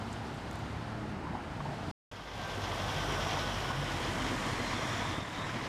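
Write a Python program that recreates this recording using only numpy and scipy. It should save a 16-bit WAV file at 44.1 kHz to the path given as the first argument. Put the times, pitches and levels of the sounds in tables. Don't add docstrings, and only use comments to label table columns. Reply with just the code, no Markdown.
import sys
import numpy as np
from scipy import signal
from scipy.fft import rfft, irfft, next_fast_len
from scipy.io import wavfile
from scipy.ndimage import uniform_filter1d, map_coordinates

SR = 44100
rng = np.random.default_rng(int(sys.argv[2]) if len(sys.argv) > 2 else 0)


def to_wav(s):
    ch = np.atleast_2d(s).T
    pcm = np.round(np.clip(ch, -1, 1) * 32767)
    wavfile.write(sys.argv[1], SR, pcm.astype(np.int16))


N = 250607


def amp(db):
    return 10 ** (np.asarray(db) / 20)


def unit(x):
    return x / np.sqrt(np.mean(x ** 2) + 1e-20)


def curves(rows):
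    s, *cols = np.transpose(rows)
    return [np.interp(np.arange(N) / SR, s, c) for c in cols]


def wobble(rate):
    knots = rng.standard_normal(int(N * rate / SR) + 4)
    return map_coordinates(knots, [np.arange(N) * rate / SR])


def swell(peak_s, half_s):
    return 0.5 ** (((np.arange(N) / SR - peak_s) / half_s) ** 2)


def filtered(x, response):
    m = next_fast_len(N + SR // 2)
    return irfft(rfft(x, m) * response(np.fft.rfftfreq(m, 1 / SR)), m)[:N]


def noise(spectrum, bursts=1):
    f, db = np.transpose(spectrum)

    def colour(hz):
        return amp(np.interp(np.log(hz + 1), np.log(f), db, left=-120, right=-120))

    return unit(filtered(rng.standard_normal(N) * bursts, colour))


def resonate(x, hz, q):
    return signal.lfilter(*signal.iirpeak(hz, q, SR), x)


def turns(hz):
    return np.cumsum(hz) / SR


def tone(hz, rough, width_hz):
    smear = wobble(width_hz) + 1j * wobble(width_hz)
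    size = np.sqrt(1 - rough) + np.sqrt(rough / 2) * smear
    return unit(np.real(size * np.exp(2j * np.pi * turns(hz))))


def firings(firing_hz, decay, scatter_db):
    phase = turns(firing_hz)
    stroke = phase.astype(int)
    size_db = rng.standard_normal(6)[stroke % 6] + rng.standard_normal(1024)[stroke]
    since_firing_s = (phase % 1) / firing_hz
    return unit(amp(scatter_db * size_db) * np.exp(-since_firing_s / decay))


def add(track, s, sound):
    part = track[round(s * SR):][:len(sound)]
    part += sound[:len(part)]


# (time [s], firing rate [Hz])
ENGINE = [(2.11, 50.55), (2.6, 49.4), (3.08, 49.1), (3.5, 47.5), (3.95, 47.2), (4.5, 44.26), (5.68, 40.7)]
# (time [s], level [dB])
PASS = [(2.11, -11.5), (2.33, -9.5), (2.35, -7.5), (2.47, -5), (2.93, -0.6), (3.25, 0), (3.45, -1),
        (3.85, -1.2), (4.33, 0.24), (4.55, 0.1), (5.05, -0.5), (5.3, -3), (5.52, -1.7), (5.68, -2.5)]
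# (peak time [s], half-width [s], level [dB], roughness [0-1], smear [Hz])
DRONE = [(3.1, 1.7, -46, 0.13, 22), (2.81, 1.06, -42.5, 0.43, 44), (3.4, 0.88, -48.5, 0.66, 24)]
DRONE_SWING_DB_PER_DB = 0.78


def exhaust_drone():
    firing_hz, = curves(ENGINE)
    pass_db, = curves(PASS)
    drone = np.zeros(N)
    for k, (s, half_s, db, rough, smear_hz) in enumerate(DRONE, 1):
        level = amp(db + DRONE_SWING_DB_PER_DB * pass_db)
        drone += level * swell(s, half_s) * tone(k * firing_hz, rough, smear_hz)
    return -drone


# (time [s], share of sound from the truck's side [0-1])
SIDE_ON = [(2.11, 0), (3.5, 0.04), (4.3, 0.8), (5.68, 0.89)]
# (frequency [Hz], relative density [dB/Hz])
RUMBLE = [(22, -30), (38, -9), (52, -3), (65, -7), (96, 2.5), (140, 1), (195, -3), (252, -2.5), (320, -4),
          (402, -9.5), (450, -16.5), (580, -31), (990, -120)]
RUMBLE_AHEAD_DB, RUMBLE_SIDE_DB, RUMBLE_SWING_DB_PER_DB = -41.5, -40, 0.79


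def exhaust_rumble(knock):
    share, = curves(SIDE_ON)
    pass_db, = curves(PASS)
    level_db = (1 - share) * RUMBLE_AHEAD_DB + share * RUMBLE_SIDE_DB
    level_db = level_db + RUMBLE_SWING_DB_PER_DB * pass_db + 0.32 * wobble(14)
    return amp(level_db) * noise(RUMBLE, 1 + 0.14 * knock)


# (frequency [Hz], relative density [dB/Hz])
FAN = [(260, -14), (450, -3), (769, -0.5), (884, -2.5), (1130, -1.5), (1380, -7), (1510, -5.5),
       (1640, -10.5), (1950, -9), (2600, -17), (3380, -27), (5720, -120)]
# (frequency [Hz], relative density [dB/Hz])
ROAR = [(260, -49), (450, -6.5), (586, -4), (674, -1.5), (804, -4.5), (987, 1), (1130, -1.5), (1380, -6),
        (2030, -3.5), (2600, -12.5), (3380, -52), (5720, -120)]
FAN_DB, ROAR_DB = -37.5, -38.5


def roar(throb):
    share, = curves(SIDE_ON)
    pass_db, = curves(PASS)
    fan = amp(FAN_DB) * np.sqrt(1 - share) * noise(FAN, throb)
    side = amp(ROAR_DB) * np.sqrt(share) * noise(ROAR, throb)
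    return amp(pass_db + 0.59 * wobble(30)) * (fan + side)


# (frequency [Hz], relative density [dB/Hz])
BLOCK = [(1530, -7), (2600, -5), (3210, -1), (4460, -10), (5300, -8), (7000, -18), (9100, -64),
         (15400, -120)]
CLATTER_AHEAD_DB, CLATTER_SIDE_DB = -42.5, -45.5


def clatter(knock):
    share, = curves(SIDE_ON)
    level_db = (1 - share) * CLATTER_AHEAD_DB + share * CLATTER_SIDE_DB
    level_db = level_db + curves(PASS)[0] + 1.16 * wobble(36)
    return amp(level_db) * noise(BLOCK, 1 + 0.15 * knock)


# (frequency [Hz], relative density [dB/Hz])
AIR = [(4120, -33), (7000, -1), (12500, -10.5), (13600, -11.5), (15000, -18)]
# (frequency [Hz], relative density [dB/Hz])
TREAD = [(4120, -11), (7000, 0), (8160, -3), (10900, -10.5), (15000, -25)]
AIR_DB, AIR_SWING_DB_PER_DB = -57, 1.17
TREAD_S, TREAD_HALF_S, TREAD_DB = 3.6, 2.24, -53


def air(throb):
    share, = curves(SIDE_ON)
    pass_db, = curves(PASS)
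    ahead = amp(AIR_DB) * np.sqrt(1 - share) * noise(AIR, throb)
    side = amp(TREAD_DB) * swell(TREAD_S, TREAD_HALF_S) * np.sqrt(share) * noise(TREAD)
    return amp(AIR_SWING_DB_PER_DB * pass_db) * (ahead + side)


def near_truck():
    knock = firings(curves(ENGINE)[0], decay=0.0032, scatter_db=1.5)
    throb = 1 + 0.037 * knock
    return exhaust_drone() + exhaust_rumble(knock) + roar(throb) + clatter(knock) + air(throb)


# (time [s], pitch [Hz], level [dB])
WHINE = [(2.11, 1578, -66), (2.42, 1565, -53.5), (2.6, 1554, -52), (2.73, 1546, -58), (2.93, 1522, -50),
         (3.08, 1532, -47.5), (3.32, 1500, -53), (3.43, 1494, -45.5), (3.57, 1478, -66), (3.69, 1464, -46),
         (3.79, 1468, -54), (3.91, 1464, -47.5), (4.0, 1450, -70)]
WHINE_WANDER_HZ, WHINE_FLUTTER_DB = 2.98, 1
# (multiple of firing rate, peak time [s], half-width [s], level [dB], roughness [0-1], smear [Hz])
HUM_AND_GEARBOX = [(3, 3.77, .08, -41, 0.4, 24), (5.604, 4.26, 0.11, -43, 0.6, 27),
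                   (5.604, 4.67, 0.087, -46, 0.4, 24), (7.01, 4.24, 0.37, -50, 0.6, 24)]
HUM_AND_GEARBOX_FLUTTER_DB, HUM_AND_GEARBOX_FLUTTER_PER_S = -1.2, 6.3


def whine_hum_and_gearbox():
    firing_hz, = curves(ENGINE)
    whine_hz, whine_db = curves(WHINE)
    level = amp(whine_db + WHINE_FLUTTER_DB * wobble(16))
    out = level * tone(whine_hz + WHINE_WANDER_HZ * wobble(14), rough=0.08, width_hz=30)
    for k, s, half_s, db, rough, smear_hz in HUM_AND_GEARBOX:
        level = amp(db + HUM_AND_GEARBOX_FLUTTER_DB * wobble(HUM_AND_GEARBOX_FLUTTER_PER_S))
        out += level * swell(s, half_s) * tone(k * firing_hz, rough, smear_hz)
    return out


# (time [s], centre [Hz])
TURBO = [(2.11, 3404), (3, 3271), (3.85, 3053), (4.7, 3317), (5, 3457), (5.25, 3574), (5.42, 3700),
         (5.68, 3650)]
# (multiple of centre, peak time [s], half-width [s], level [dB], smear [Hz])
TURBO_BANDS = [(1, 3.48, 0.71, -51, 480), (1, 4.99, 0.2, -50.5, 520), (1, 5.22, 0.072, -49.5, 250),
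               (1, 5.42, 0.06, -49.5, 450), (1, 4.8, .05, -53, 460), (1.76, 3.33, 0.47, -54, 760),
               (1.65, 4.86, .22, -54.5, 920), (2.02, 4.85, 0.25, -61, 500), (2.0, 5.38, 0.16, -64, 770)]
TURBO_FLUTTER_DB, TURBO_FLUTTER_PER_S, TURBO_WANDER_HZ = 2.5, 34, 30
WHISTLE_S, WHISTLE_HALF_S, WHISTLE_DB = 4.66, 0.26, -56.5
WHISTLE_HZ, WHISTLE_SAG_HZ_PER_S = 4210, 150


def sputter():
    return unit(amp(TURBO_FLUTTER_DB * wobble(TURBO_FLUTTER_PER_S)))


def turbo():
    hiss_hz = curves(TURBO)[0] + TURBO_WANDER_HZ * wobble(18)
    out = np.zeros(N)
    for k, s, half_s, db, smear_hz in TURBO_BANDS:
        band = tone(k * hiss_hz, rough=0.98, width_hz=smear_hz)
        out += amp(db) * sputter() * swell(s, half_s) * band
    sag_hz = WHISTLE_SAG_HZ_PER_S * (np.arange(N) / SR - WHISTLE_S)
    whistle_hz = WHISTLE_HZ - sag_hz + TURBO_WANDER_HZ * wobble(18)
    whistle = tone(whistle_hz, rough=0.99, width_hz=150)
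    return out + amp(WHISTLE_DB) * sputter() * swell(WHISTLE_S, WHISTLE_HALF_S) * whistle


# (frequency [Hz], relative density [dB/Hz])
GROWL = [(100, -23), (145, -9), (215, -5), (270, 2), (330, -4), (420, -29), (560, -58)]
GROWL_S, GROWL_HALF_S, GROWL_DB = 4.55, 0.3, -47


def growl():
    firing_hz, = curves(ENGINE)
    lumps = 6 + 0.5 * firings(firing_hz, decay=0.0058, scatter_db=1)
    return amp(GROWL_DB) * swell(GROWL_S, GROWL_HALF_S) * noise(GROWL, lumps)


RATTLE_DB, RATTLE_MEDIAN_GAP_S, RATTLE_MEDIAN_HZ = -46.5, 1 / 130, 1000
RATTLE_T60_CYCLES = 16


def engine_rattle():
    out, t = np.zeros(N), np.arange(SR // 40) / SR
    draws = rng.standard_normal((1500, 3))
    times = np.cumsum(np.exp(0.6 * draws[:, 0])) * RATTLE_MEDIAN_GAP_S
    for s, (_, pitch, size) in zip(times, np.clip(draws, -2, 2)):
        hz = RATTLE_MEDIAN_HZ * np.exp(0.5 * pitch)
        level_db = 3.4 * size - 60 * t * hz / RATTLE_T60_CYCLES
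        add(out, s, amp(level_db) * np.sin(2 * np.pi * hz * t))
    return amp(RATTLE_DB) * unit(out)


GRIT_DB, GRAINS_PER_S = -63, 70


def grit():
    struck = rng.random(N) < GRAINS_PER_S / SR
    grains = struck * amp(3.5 * np.minimum(rng.exponential(size=N), 3))
    return amp(GRIT_DB) * unit(resonate(resonate(grains, 4500, q=0.7), 6000, q=0.78))


# (time [s], thud level [dB], rattle level [dB], rattle pitch [Hz])
BUMPS = [(.213, -50, -37.5, 776), (1.269, -37, -36.5, 950), (1.351, -41, -35, 816), (1.603, -41, -34, 950),
         (1.654, -34, -33.5, 850), (1.688, -30, -51, 900), (1.727, -45, -41.5, 820),
         (1.882, -28.5, -41, 850), (3.262, -45, -33.5, 780), (3.701, -30.5, -31.5, 1070),
         (4.497, -31, -47, 1000), (4.73, -36, -32, 1020), (5.05, -45, -32, 1000), (5.182, -20.5, -40, 600),
         (5.224, -28, -52, 703), (5.388, -32, -43, 1054), (5.492, -50, -35, 1523)]
THUD_HZ, THUD_RISE_S = (157, 240), 0.0029


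def bumps():
    out, t = np.zeros(N), np.arange(SR // 5) / SR
    swing = t / THUD_RISE_S * np.exp(1 - t / THUD_RISE_S)
    fade = amp(-60 * t / 0.055) * (1 - np.exp(-t / 0.00056))
    for s, thud_db, rattle_db, hz in BUMPS:
        modes = sum(np.sin(2 * np.pi * mode_hz * rng.normal(1, 0.04) * t) for mode_hz in THUD_HZ)
        thud = swing * modes / 2
        ring = resonate(resonate(rng.standard_normal(len(t)), hz, q=5.1), 830, q=0.74)
        rattle = unit(ring * fade) * np.sqrt(np.mean(fade ** 2))
        add(out, s, amp(thud_db) * thud + amp(rattle_db) * rattle)
    return out


# (time [s], level [dB], centre [Hz], Q of each resonance, t60 [s])
TICKS = [(.127, -48, 7250, 2.6, 0.041), (.342, -63, 10500, 2, .04), (.512, -39, 7400, 1.1, .005),
         (.53, -53, 8000, .9, .012), (.556, -49.5, 7000, 1.2, .016), (.592, -55, 11000, .75, .007)]


def ticks():
    out, t = np.zeros(N), np.arange(SR // 10) / SR
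    for s, db, hz, q, t60 in TICKS:
        snap = resonate(resonate(rng.standard_normal(len(t)), hz, q), hz, q)
        add(out, s, amp(db) * unit(snap) * amp(-60 * t / t60))
    return out


# (time [s], crankshaft rate [Hz])
FAR_ENGINE = [(0, 33.88), (.55, 35.55), (1.04, 38.2), (1.45, 33.9), (1.92, 32.87)]
# (multiple of crankshaft rate, peak time [s], half-width [s], level [dB], roughness [0-1])
FAR_ORDERS = [(2, 0.59, 0.67, -50.5, 0.3), (3, 0.057, 0.19, -44.5, 0.12), (3, 0.79, 0.32, -44.5, 0.18),
              (3, 1.5, 0.22, -52, 0.4), (4, 1.0, 0.42, -52.5, 0.3), (4.3, 1.666, 0.11, -45.5, 0.4),
              (5.5, 1.07, 0.12, -48, .35), (6.75, 0.14, 0.29, -49.5, .08), (8, 1.05, 0.28, -50.5, .15)]
FAR_WAVER_DB, FAR_WAVER_PER_S = 0.6, 19
# (frequency [Hz], relative density [dB/Hz])
FAR_RUMBLE = [(15, -54), (25, -21), (56, -5), (102, -2), (134, -5), (226, -4), (268, -8.5), (302, -8),
              (370, -10.5), (450, -15), (580, -45), (990, -120)]
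FAR_RUMBLE_START_DB, FAR_RUMBLE_DB_PER_S = -43.5, 0.5


def far_engine(crank_hz, puffs):
    out = np.zeros(N)
    for k, s, half_s, db, rough in FAR_ORDERS:
        level = amp(db + FAR_WAVER_DB * wobble(FAR_WAVER_PER_S))
        out += level * swell(s, half_s) * tone(k * crank_hz, rough, width_hz=28)
    rumble_db = FAR_RUMBLE_START_DB + FAR_RUMBLE_DB_PER_S * np.arange(N) / SR
    return out + amp(rumble_db + 0.52 * wobble(12.9)) * noise(FAR_RUMBLE, puffs)


# (frequency [Hz], relative density [dB/Hz])
FAR_TYRES = [(260, -28), (450, -7), (566, -6.5), (823, -3), (1140, -9), (1380, -8.5), (2030, -14.5),
             (3000, -23.5), (3900, -48.5), (6600, -120)]
FAR_TYRES_START_DB, FAR_TYRES_DB_PER_S = -45, 0.2


def far_tyres():
    level_db = FAR_TYRES_START_DB + FAR_TYRES_DB_PER_S * np.arange(N) / SR
    return amp(level_db + 0.25 * wobble(17.25)) * noise(FAR_TYRES)


# (frequency [Hz], relative density [dB/Hz])
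FAR_HISS = [(1760, -14), (3000, -1.5), (4900, -6.5), (5960, -11.5), (9110, -18), (9880, -21.5),
            (13000, -29), (15000, -37)]
# (time [s], level [dB])
FAR_HISS_LEVEL = [(0, -54.5), (.6, -55), (1.25, -59.5), (1.9, -53.5)]


def far_hiss(puffs):
    level_db, = curves(FAR_HISS_LEVEL)
    return amp(level_db + 0.43 * wobble(27)) * noise(FAR_HISS, 1 + 0.3 * puffs)


def far_traffic():
    crank_hz, = curves(FAR_ENGINE)
    puffs = 0.5 + 0.24 * firings(3 * crank_hz, decay=0.0082, scatter_db=3.0)
    return far_engine(crank_hz, puffs) + far_tyres() + far_hiss(puffs)


# (peak time [s], half-width [s], level [dB], pitch [Hz])
FAR_SHAKES = [(.24, .06, -53, 800), (1.25, 0.079, -50.5, 920), (1.345, 0.023, -47, 780),
              (1.76, .16, -48, 760)]
SHAKE_SMEAR_HZ, SHAKE_JUDDER_DB, SHAKE_JUDDER_PER_S = 290, 2.5, 110


def far_shakes():
    judder = unit(amp(SHAKE_JUDDER_DB * wobble(SHAKE_JUDDER_PER_S)))
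    ring = np.zeros(N)
    for s, half_s, db, hz in FAR_SHAKES:
        ring += amp(db) * swell(s, half_s) * tone(np.full(N, hz), rough=1, width_hz=SHAKE_SMEAR_HZ)
    return judder * ring


# (start [s], end [s])
SILENCE = (1.914, 2.114)


def scene():
    near = np.arange(N) / SR > np.mean(SILENCE)
    loose = amp(curves(PASS)[0]) * (grit() + engine_rattle())
    truck = near_truck() + loose + whine_hum_and_gearbox() + growl() + turbo()
    far = far_traffic() + far_shakes()
    return (np.where(near, truck, far) + bumps() + ticks())[None]


# (time [s], depth [dB], recovery time constant [s])
DIPS = [(3.721, -3, 0.076), (5.191, -3.5, 0.19)]
TOP_HZ = 15050


def record(dry):
    t = np.arange(N) / SR
    sounding = (t < SILENCE[0]) | (t > SILENCE[1])
    live = uniform_filter1d(1.0 * sounding, size=32)
    dip_db = sum(depth_db * (t > s) * np.exp(-np.abs(t - s) / recovery_s)
                 for s, depth_db, recovery_s in DIPS)
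    return filtered(dry[0] * live * amp(dip_db), lambda hz: hz < TOP_HZ)[None]


dry = scene()
out = record(dry)
to_wav(out)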